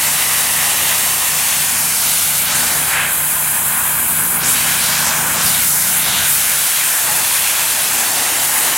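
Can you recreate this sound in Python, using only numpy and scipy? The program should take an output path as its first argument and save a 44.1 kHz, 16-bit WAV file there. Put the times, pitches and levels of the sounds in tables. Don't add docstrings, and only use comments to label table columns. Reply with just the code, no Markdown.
import sys
import numpy as np
from scipy import signal
from scipy.fft import rfft, irfft, next_fast_len
from scipy.io import wavfile
from scipy.ndimage import uniform_filter1d, map_coordinates

SR = 44100
rng = np.random.default_rng(int(sys.argv[2]) if len(sys.argv) > 2 else 0)


def int16_out(signal):
    q = np.round(np.clip(np.atleast_2d(signal).T, -1, 1) * 32767)
    wavfile.write(sys.argv[1], SR, q.astype(np.int16))


N = 386757
JET_DB = -15

# (frequency [Hz], level [dB])
SPRAY_TONE = [(200, -38), (330, -20.5), (450, -12), (650, -6), (900, -3), (1170, -3), (1600, -0.8),
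              (2000, -2), (2500, -2), (3400, -3.5), (4900, -6), (7600, -1), (10500, 0.5), (12000, -1.55),
              (13500, -3.5), (16000, -8)]
# (time [s], level [dB])
ROAR_LEVEL = [(0, 1.5), (.85, 2.5), (1.68, -1.4), (2.4, -2), (2.7, 1.5), (3.27, -2), (3.8, -1), (4.31, -.7),
              (5.27, 3), (5.79, -2.5), (6.5, .3), (6.95, -0.5), (7.6, 0), (8.77, 1)]
# (time [s], length [s], strength [dB])
JET_BITES = [(2.53, 0.13, 2.5), (3, .24, 5), (4.44, .12, 1.5), (5.08, .14, 0.8), (5.4, .13, 2),
             (5.67, 0.17, -2), (6.15, 0.28, 3), (6.32, 0.11, -1.5), (7.09, 0.13, 1.3), (8.25, 0.17, 1),
             (8.54, 0.21, -1.2), (8.74, .14, 1)]
# (time [s], level [dB])
MACHINE_LEVEL = [(0, 0), (1.1, -.8), (2.1, .5), (2.6, 3.5), (3, 2.5), (3.5, .5), (4.2, 2.5), (5.3, 4),
                 (5.8, -.5), (6.2, 2.5), (6.9, -10), (8, -5), (8.77, -6)]


def amp(db):
    return 10 ** (np.asarray(db) / 20)


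def unit(x):
    return x / np.sqrt(np.mean(x ** 2) + 1e-20)


def along(points, hz):
    freqs, values = np.transpose(points)
    return np.interp(np.log(hz + 1), np.log(freqs + 1), values)


def curve(points):
    return np.interp(np.arange(N) / SR, *np.transpose(points))


def wobble(rate):
    return map_coordinates(rng.standard_normal(int(N * rate / SR) + 4), [np.arange(N) * rate / SR])


def swell(t, centre, length):
    return np.sin(np.pi * np.clip((t - centre) / length + .5, 0, 1))


def swells(rows, t):
    return sum(height * swell(t, centre, length) for centre, length, height in rows)


def held(t, start, end, attack, release):
    return np.clip((t - start) / attack + .5, 0, 1) * np.clip((end - t) / release + .5, 0, 1)


def filtered(x, response):
    size = next_fast_len(N + SR // 4)
    return irfft(rfft(x, size) * response(np.fft.rfftfreq(size, 1 / SR)), size)[..., :N]


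def spread(pair, tone):
    # (frequency [Hz], likeness [0 to 1])
    likeness = [(60, 1), (250, 0.93), (640, 0.99), (1500, 1), (3000, .999), (5000, 0.96), (9000, 1),
                (15000, 0.88)]

    def response(hz):
        angle = np.arccos(np.clip(along(likeness, hz), -1, 1)) / 2
        return amp(along(tone, hz)) * np.array([np.cos(angle), np.sin(angle)])

    mid, side = filtered(pair, response)
    return np.array([mid + side, mid - side])


def resonances(rows, hz, t):
    db = np.zeros((len(hz), len(t)))
    for centre, length, start_hz, end_hz, width, peak_db in rows:
        progress = np.clip((t - centre) / length + .5, 0, 1)
        glide_hz = start_hz * (end_hz / start_hz) ** progress
        octaves = np.log2((hz[:, None] + 1) / glide_hz)
        db += peak_db * swell(t, centre, length) * np.exp(-.5 * (octaves / width) ** 2)
    return db


def turning(hz):
    speed = hz * (1 + .002 * wobble(2))
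    return 2 * np.pi * (np.cumsum(speed) / SR + rng.random())


def drone(phase, harmonics, waver_db, jitter):
    total = 0
    for multiple, db in harmonics:
        gain = amp(db + waver_db * wobble(4.6))
        total += gain * np.sin(multiple * phase + jitter * wobble(8.4) + 2 * np.pi * rng.random())
    return np.sqrt(2) * total


def engine(firing_hz, throb_db, boom_db, beat_db, rumble_db):
    # (multiple of the firing rate, level [dB])
    throb_tones = [(2, 2), (3, 3.5), (4, 1)]
    # (multiple of the firing rate, level [dB])
    boom_tones = [(6, 1), (8, -5.5), (9, -12)]
    # (frequency [Hz], level [dB])
    rumble_tone = [(25, -28), (50, -23), (70, -16), (82, 5), (95, -6), (125, -1), (200, 0.5), (260, -1.5),
                   (380, -10.5), (700, -47)]
    open_db = curve(MACHINE_LEVEL)
    booming = held(np.arange(N) / SR, start=4.07, end=6.35, attack=.08, release=.5)
    boom_gain = amp(boom_db + .53 * open_db + 8.5 * booming)
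    firing = turning(firing_hz)
    throb = amp(throb_db) * drone(firing, throb_tones, waver_db=.5, jitter=.06)
    boom = boom_gain * drone(firing, boom_tones, waver_db=2.5, jitter=.25)
    beat = amp(beat_db + open_db) * drone(firing, [(5, 0)], waver_db=1, jitter=.13)
    rumble = amp(rumble_db) * unit(spread(rng.standard_normal((2, N)), rumble_tone))
    return amp(.59 * open_db) * (throb + rumble) + boom + beat


def pump(stroke, hum_db, overtone_db):
    open_db = curve(MACHINE_LEVEL)
    hum = amp(hum_db + open_db) * drone(stroke, [(1, -12), (2, -.5)], waver_db=.5, jitter=.1)
    overtone = amp(overtone_db + 1.7 * open_db) * drone(stroke, [(3, 0)], waver_db=4, jitter=.2)
    return hum + overtone


def breeze(steady_db, shared_db, lumpy_db):
    # (time [s], length [s], level [dB])
    gust_list = [(4.05, .12, -44), (4.21, .14, -40), (4.5, .2, -37.5), (4.864, 0.092, -40), (5.05, .2, -41),
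                 (5.343, .16, -39), (5.467, 0.12, -32), (5.61, 0.3, -36), (6.182, 0.24, -33),
                 (7.15, 0.31, -37), (7.407, .14, -45)]
    # (frequency [Hz], level [dB])
    wind_tone = [(25, -28), (50, -18), (85, 0), (150, -2.5), (250, -6.5), (400, -17.5), (700, -26),
                 (1500, -50)]
    t = np.arange(N) / SR
    steady = amp(steady_db) * held(t, start=3.9, end=6.35, attack=.2, release=.2)
    gusts = swells([(centre, length, amp(db)) for centre, length, db in gust_list], t)
    shared, opposed = unit(filtered(rng.standard_normal((2, N)), lambda hz: amp(along(wind_tone, hz))))
    shared = amp(shared_db) * shared
    strength = np.hypot(steady, gusts) * amp(lumpy_db * wobble(25))
    return strength * np.array([shared + opposed, shared - opposed])


def draught(base_db, gust_db):
    # (time [s], length [s], boost [dB])
    puffs = [(2.7, 0.65, 5), (4.35, .9, 5), (5.35, 0.33, 4.5), (7.2, .16, 6), (8.15, 0.99, 8),
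             (8.68, 0.36, 8)]
    # (frequency [Hz], level [dB])
    air_tone = [(120, -25), (260, 2), (400, -1.5), (550, -3), (900, -36)]
    t = np.arange(N) / SR
    roar_db = curve(ROAR_LEVEL) + swells(JET_BITES, t)
    level_db = base_db + .6 * roar_db + swells(puffs, t) + gust_db * wobble(9)
    return amp(level_db) * unit(spread(rng.standard_normal((2, N)), air_tone))


def scattered_hiss():
    # (frequency [Hz], gain [dB])
    detour_tone = [(400, -11), (1000, -18), (2500, -19), (4500, -18.5), (9000, -41)]
    # (time [s], level [dB])
    detour_level = [(0, -1), (2.8, -3), (3.3, 0.5), (4.1, -4), (4.5, -16), (6, -25)]
    hiss = unit(filtered(rng.standard_normal(N), lambda hz: amp(along(SPRAY_TONE, hz))))
    side = filtered(hiss, lambda hz: amp(JET_DB + along(detour_tone, hz))) * amp(curve(detour_level))
    return np.array([side, -side])


def microphone_ports(pair):
    # (time [s], direction [-1 right to 1 left])
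    direction = [(0, 0.77), (.9, 0.26), (1.3, 0.54), (1.7, 0.9), (2.3, 0.41), (2.7, 0.76), (3.3, 1),
                 (3.65, 0.19), (4.15, -0.7), (4.7, 0.37), (5.05, -0.24), (6.3, -0.028), (6.9, 0.65),
                 (7.5, 0.35), (8, 0.63), (8.77, 0.51)]
    # (frequency [Hz], width [Hz], level [dB])
    rings = [(4550, 450, -6), (13900, 1800, 1)]

    def response(hz):
        total = 0
        for ring_hz, width, db in rings:
            bass_cut = np.minimum(1, (hz + 1) / ring_hz) ** 5.3
            total -= amp(db) * bass_cut * hz * width / (ring_hz ** 2 - hz ** 2 + 1j * hz * width)
        return total

    side = curve(direction) * filtered(pair.mean(axis=0), response)
    return pair + np.array([side, -side])


def paving_echo(pair, gain):
    # (time [s], delay [ms])
    delay_ms = [(0, 1.06), (1.05, 1.07), (1.7, 1.17), (2.2, 1.42), (2.8, 1.25), (3.8, 1.22), (4.6, 1.285),
                (5.15, 1.23), (5.65, 1.37), (6.35, 1.32), (6.85, 1.2), (7.05, 1.11), (7.4, 1.19),
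                (7.9, 1.19), (8.25, 1.055), (8.77, .99)]
    # (frequency [Hz], gain [dB])
    echo_tone = [(600, -2.5), (2000, 0), (5500, -1), (8000, 4), (13000, -14)]
    dull = filtered(pair, lambda hz: amp(along(echo_tone, hz)))
    read_at = np.arange(N) - curve(delay_ms) * SR / 1000
    return pair + gain * np.array([map_coordinates(channel, [read_at], order=3) for channel in dull])


def surroundings(hz, t):
    # (time [s], length [s], start [Hz], end [Hz], width [octaves], gain [dB])
    hollows = [(.65, 1.9, 1990, 1850, .075, 3.7), (.6, 2.1, 2900, 2750, 0.15, 1.5),
               (1, 2.1, 1590, 1480, .16, -3.7), (2.15, 0.77, 1850, 1780, 0.098, -5),
               (4.71, 5.4, 1560, 1470, 0.083, 2.5), (4.01, 1.8, 1010, 1090, .12, 5.5),
               (4.2, 0.65, 1900, 1900, .08, -5), (5.22, 1, 1040, 1040, .17, 4.5),
               (6.65, 0.93, 755, 720, .5, -2.5), (7.13, 0.31, 870, 830, .19, 5.5),
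               (8.28, 1.4, 700, 790, .21, 3.5)]
    # (frequency [Hz], gain [dB])
    leg_shadow = [(1500, -0.5), (2400, -3), (3300, -5.5), (4500, -8.5), (5800, -9.5), (7500, -3),
                  (10000, 0)]
    hidden = held(t, start=2.88, end=4.41, attack=.38, release=.05)
    return resonances(hollows, hz, t) + np.outer(along(leg_shadow, hz), hidden)


def impact(hz, t, roar_below_hz=2030, mist_above_hz=10600):
    # (time [s], level [dB])
    mist_level = [(0, 0.5), (1.06, 1.2), (1.85, 0), (2.25, 3), (2.7, 0.5), (3.75, 3), (4.36, 3),
                  (4.98, -0.2), (5.65, 4), (6.8, 2.3), (8.17, -1), (8.77, 1)]
    # (frequency [Hz], gain [dB per dB of bite])
    bite_tone = [(700, 1.07), (1600, 1), (3500, 0.63), (8000, -0.35), (14000, -1.4)]
    # (time [s], length [s], start [Hz], end [Hz], depth [dB])
    edges = [(2.465, .2, 4200, 10500, 6), (4.425, .15, 5500, 13000, 6), (5.405, 0.098, 10500, 14500, 3.5)]
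    # (time [s], length [s], start [Hz], end [Hz], width [octaves], gain [dB])
    swooshes = [(1.5, .25, 2700, 2600, .3, 1.5), (1.83, .33, 3940, 3120, 0.2, -4.5),
                (2.08, 0.49, 6500, 3000, 0.22, 3.5), (3.02, 0.32, 2400, 2100, .7, 3.2),
                (3.82, 0.31, 1300, 1350, 0.37, 2), (4.22, .14, 1400, 1400, .35, 1.5),
                (4.3, 0.38, 2900, 2800, .25, -3), (4.5, .13, 7500, 9000, 0.47, 1),
                (4.66, .35, 2650, 2690, .39, 2.5), (4.96, 0.46, 3660, 6540, .3, 3.5),
                (5.21, 0.64, 10900, 11400, .08, -5), (5.26, 0.32, 4270, 4500, 0.52, -4.5),
                (5.5, 0.3, 6250, 3000, 0.23, 5), (5.78, 0.24, 2980, 2870, 0.27, -6),
                (5.99, .22, 4000, 8000, 0.3, -4.5), (6.16, 0.41, 3810, 3450, 0.21, 4.5),
                (7.05, .4, 3800, 3300, .4, -2), (7.45, 0.41, 4030, 2420, 0.37, 2.5)]
    roar_band = 1 / (1 + (hz / roar_below_hz) ** 3)
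    mist_band = 1 - 1 / (1 + (hz / mist_above_hz) ** 6)
    roar = np.outer(roar_band, np.interp(t, *np.transpose(ROAR_LEVEL)))
    mist = np.outer(mist_band, np.interp(t, *np.transpose(mist_level)))
    bites = np.outer(along(bite_tone, hz), swells(JET_BITES, t))
    octaves, lag_s = .4, .054
    dips = [(at, length, low, high, octaves, -db) for at, length, low, high, db in edges]
    peaks = [(at + lag_s, length, low, high, octaves, .75 * db) for at, length, low, high, db in edges]
    return roar + mist + bites + resonances(dips + peaks, hz, t) + resonances(swooshes, hz, t)


def droplets(per_second, size_spread_db, share):
    hits = rng.random(N) < per_second / SR
    sizes = amp(size_spread_db * rng.standard_normal(N))
    drops = unit(hits * sizes * rng.standard_normal((2, N)))
    return rng.standard_normal((2, N)) + share * drops


def jet(stroke, patchy_db, pulse_depth, flutter_db):
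    patter = droplets(per_second=4000, size_spread_db=1.5, share=.45)
    spray = unit(paving_echo(spread(patter, SPRAY_TONE), gain=.13))
    hz, t, slices = signal.stft(spray, SR, nperseg=512)
    patches = uniform_filter1d(rng.standard_normal(slices.shape[1:]), size=15, axis=0)
    patches = unit(uniform_filter1d(patches, size=9, axis=1))
    slices = slices * amp(JET_DB + impact(hz, t) + surroundings(hz, t) + patchy_db * patches)
    hiss = signal.istft(slices, SR, nperseg=512)[1][:, :N]
    pulse = 1 + pulse_depth * np.cos(stroke)
    return hiss * pulse * amp(flutter_db * wobble(30))


def scene():
    stroke = turning(hz=75.9)
    machine = engine(firing_hz=29.55, throb_db=-51, boom_db=-51.5, beat_db=-47.5, rumble_db=-42.5)
    machine += pump(stroke, hum_db=-41.5, overtone_db=-46.5)
    shift_radians = .086
    machine = filtered(machine, lambda hz: np.exp(1j * shift_radians * np.array([[1], [-1]])))
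    water = jet(stroke, patchy_db=.84, pulse_depth=.019, flutter_db=.32)
    air = draught(base_db=-45, gust_db=1.3) + breeze(steady_db=-49, shared_db=-2, lumpy_db=.8)
    return machine + air + scattered_hiss() + microphone_ports(water)


def record(dry):
    # (frequency [Hz], left minus right [dB])
    balance = [(60, 0), (200, .9), (600, 1.9), (1300, 0.35), (3000, -0.7), (6000, 1), (9000, 0.4),
               (15000, 0.8)]
    ceiling, top_hz = .88, 15900
    sound = filtered(dry, lambda hz: amp(along(balance, hz) * np.array([[.5], [-.5]])))
    sound = sound / (1 + (sound / ceiling) ** 8) ** (1 / 8)
    return filtered(sound, lambda hz: hz < top_hz)


dry = scene()
out = record(dry)
int16_out(out)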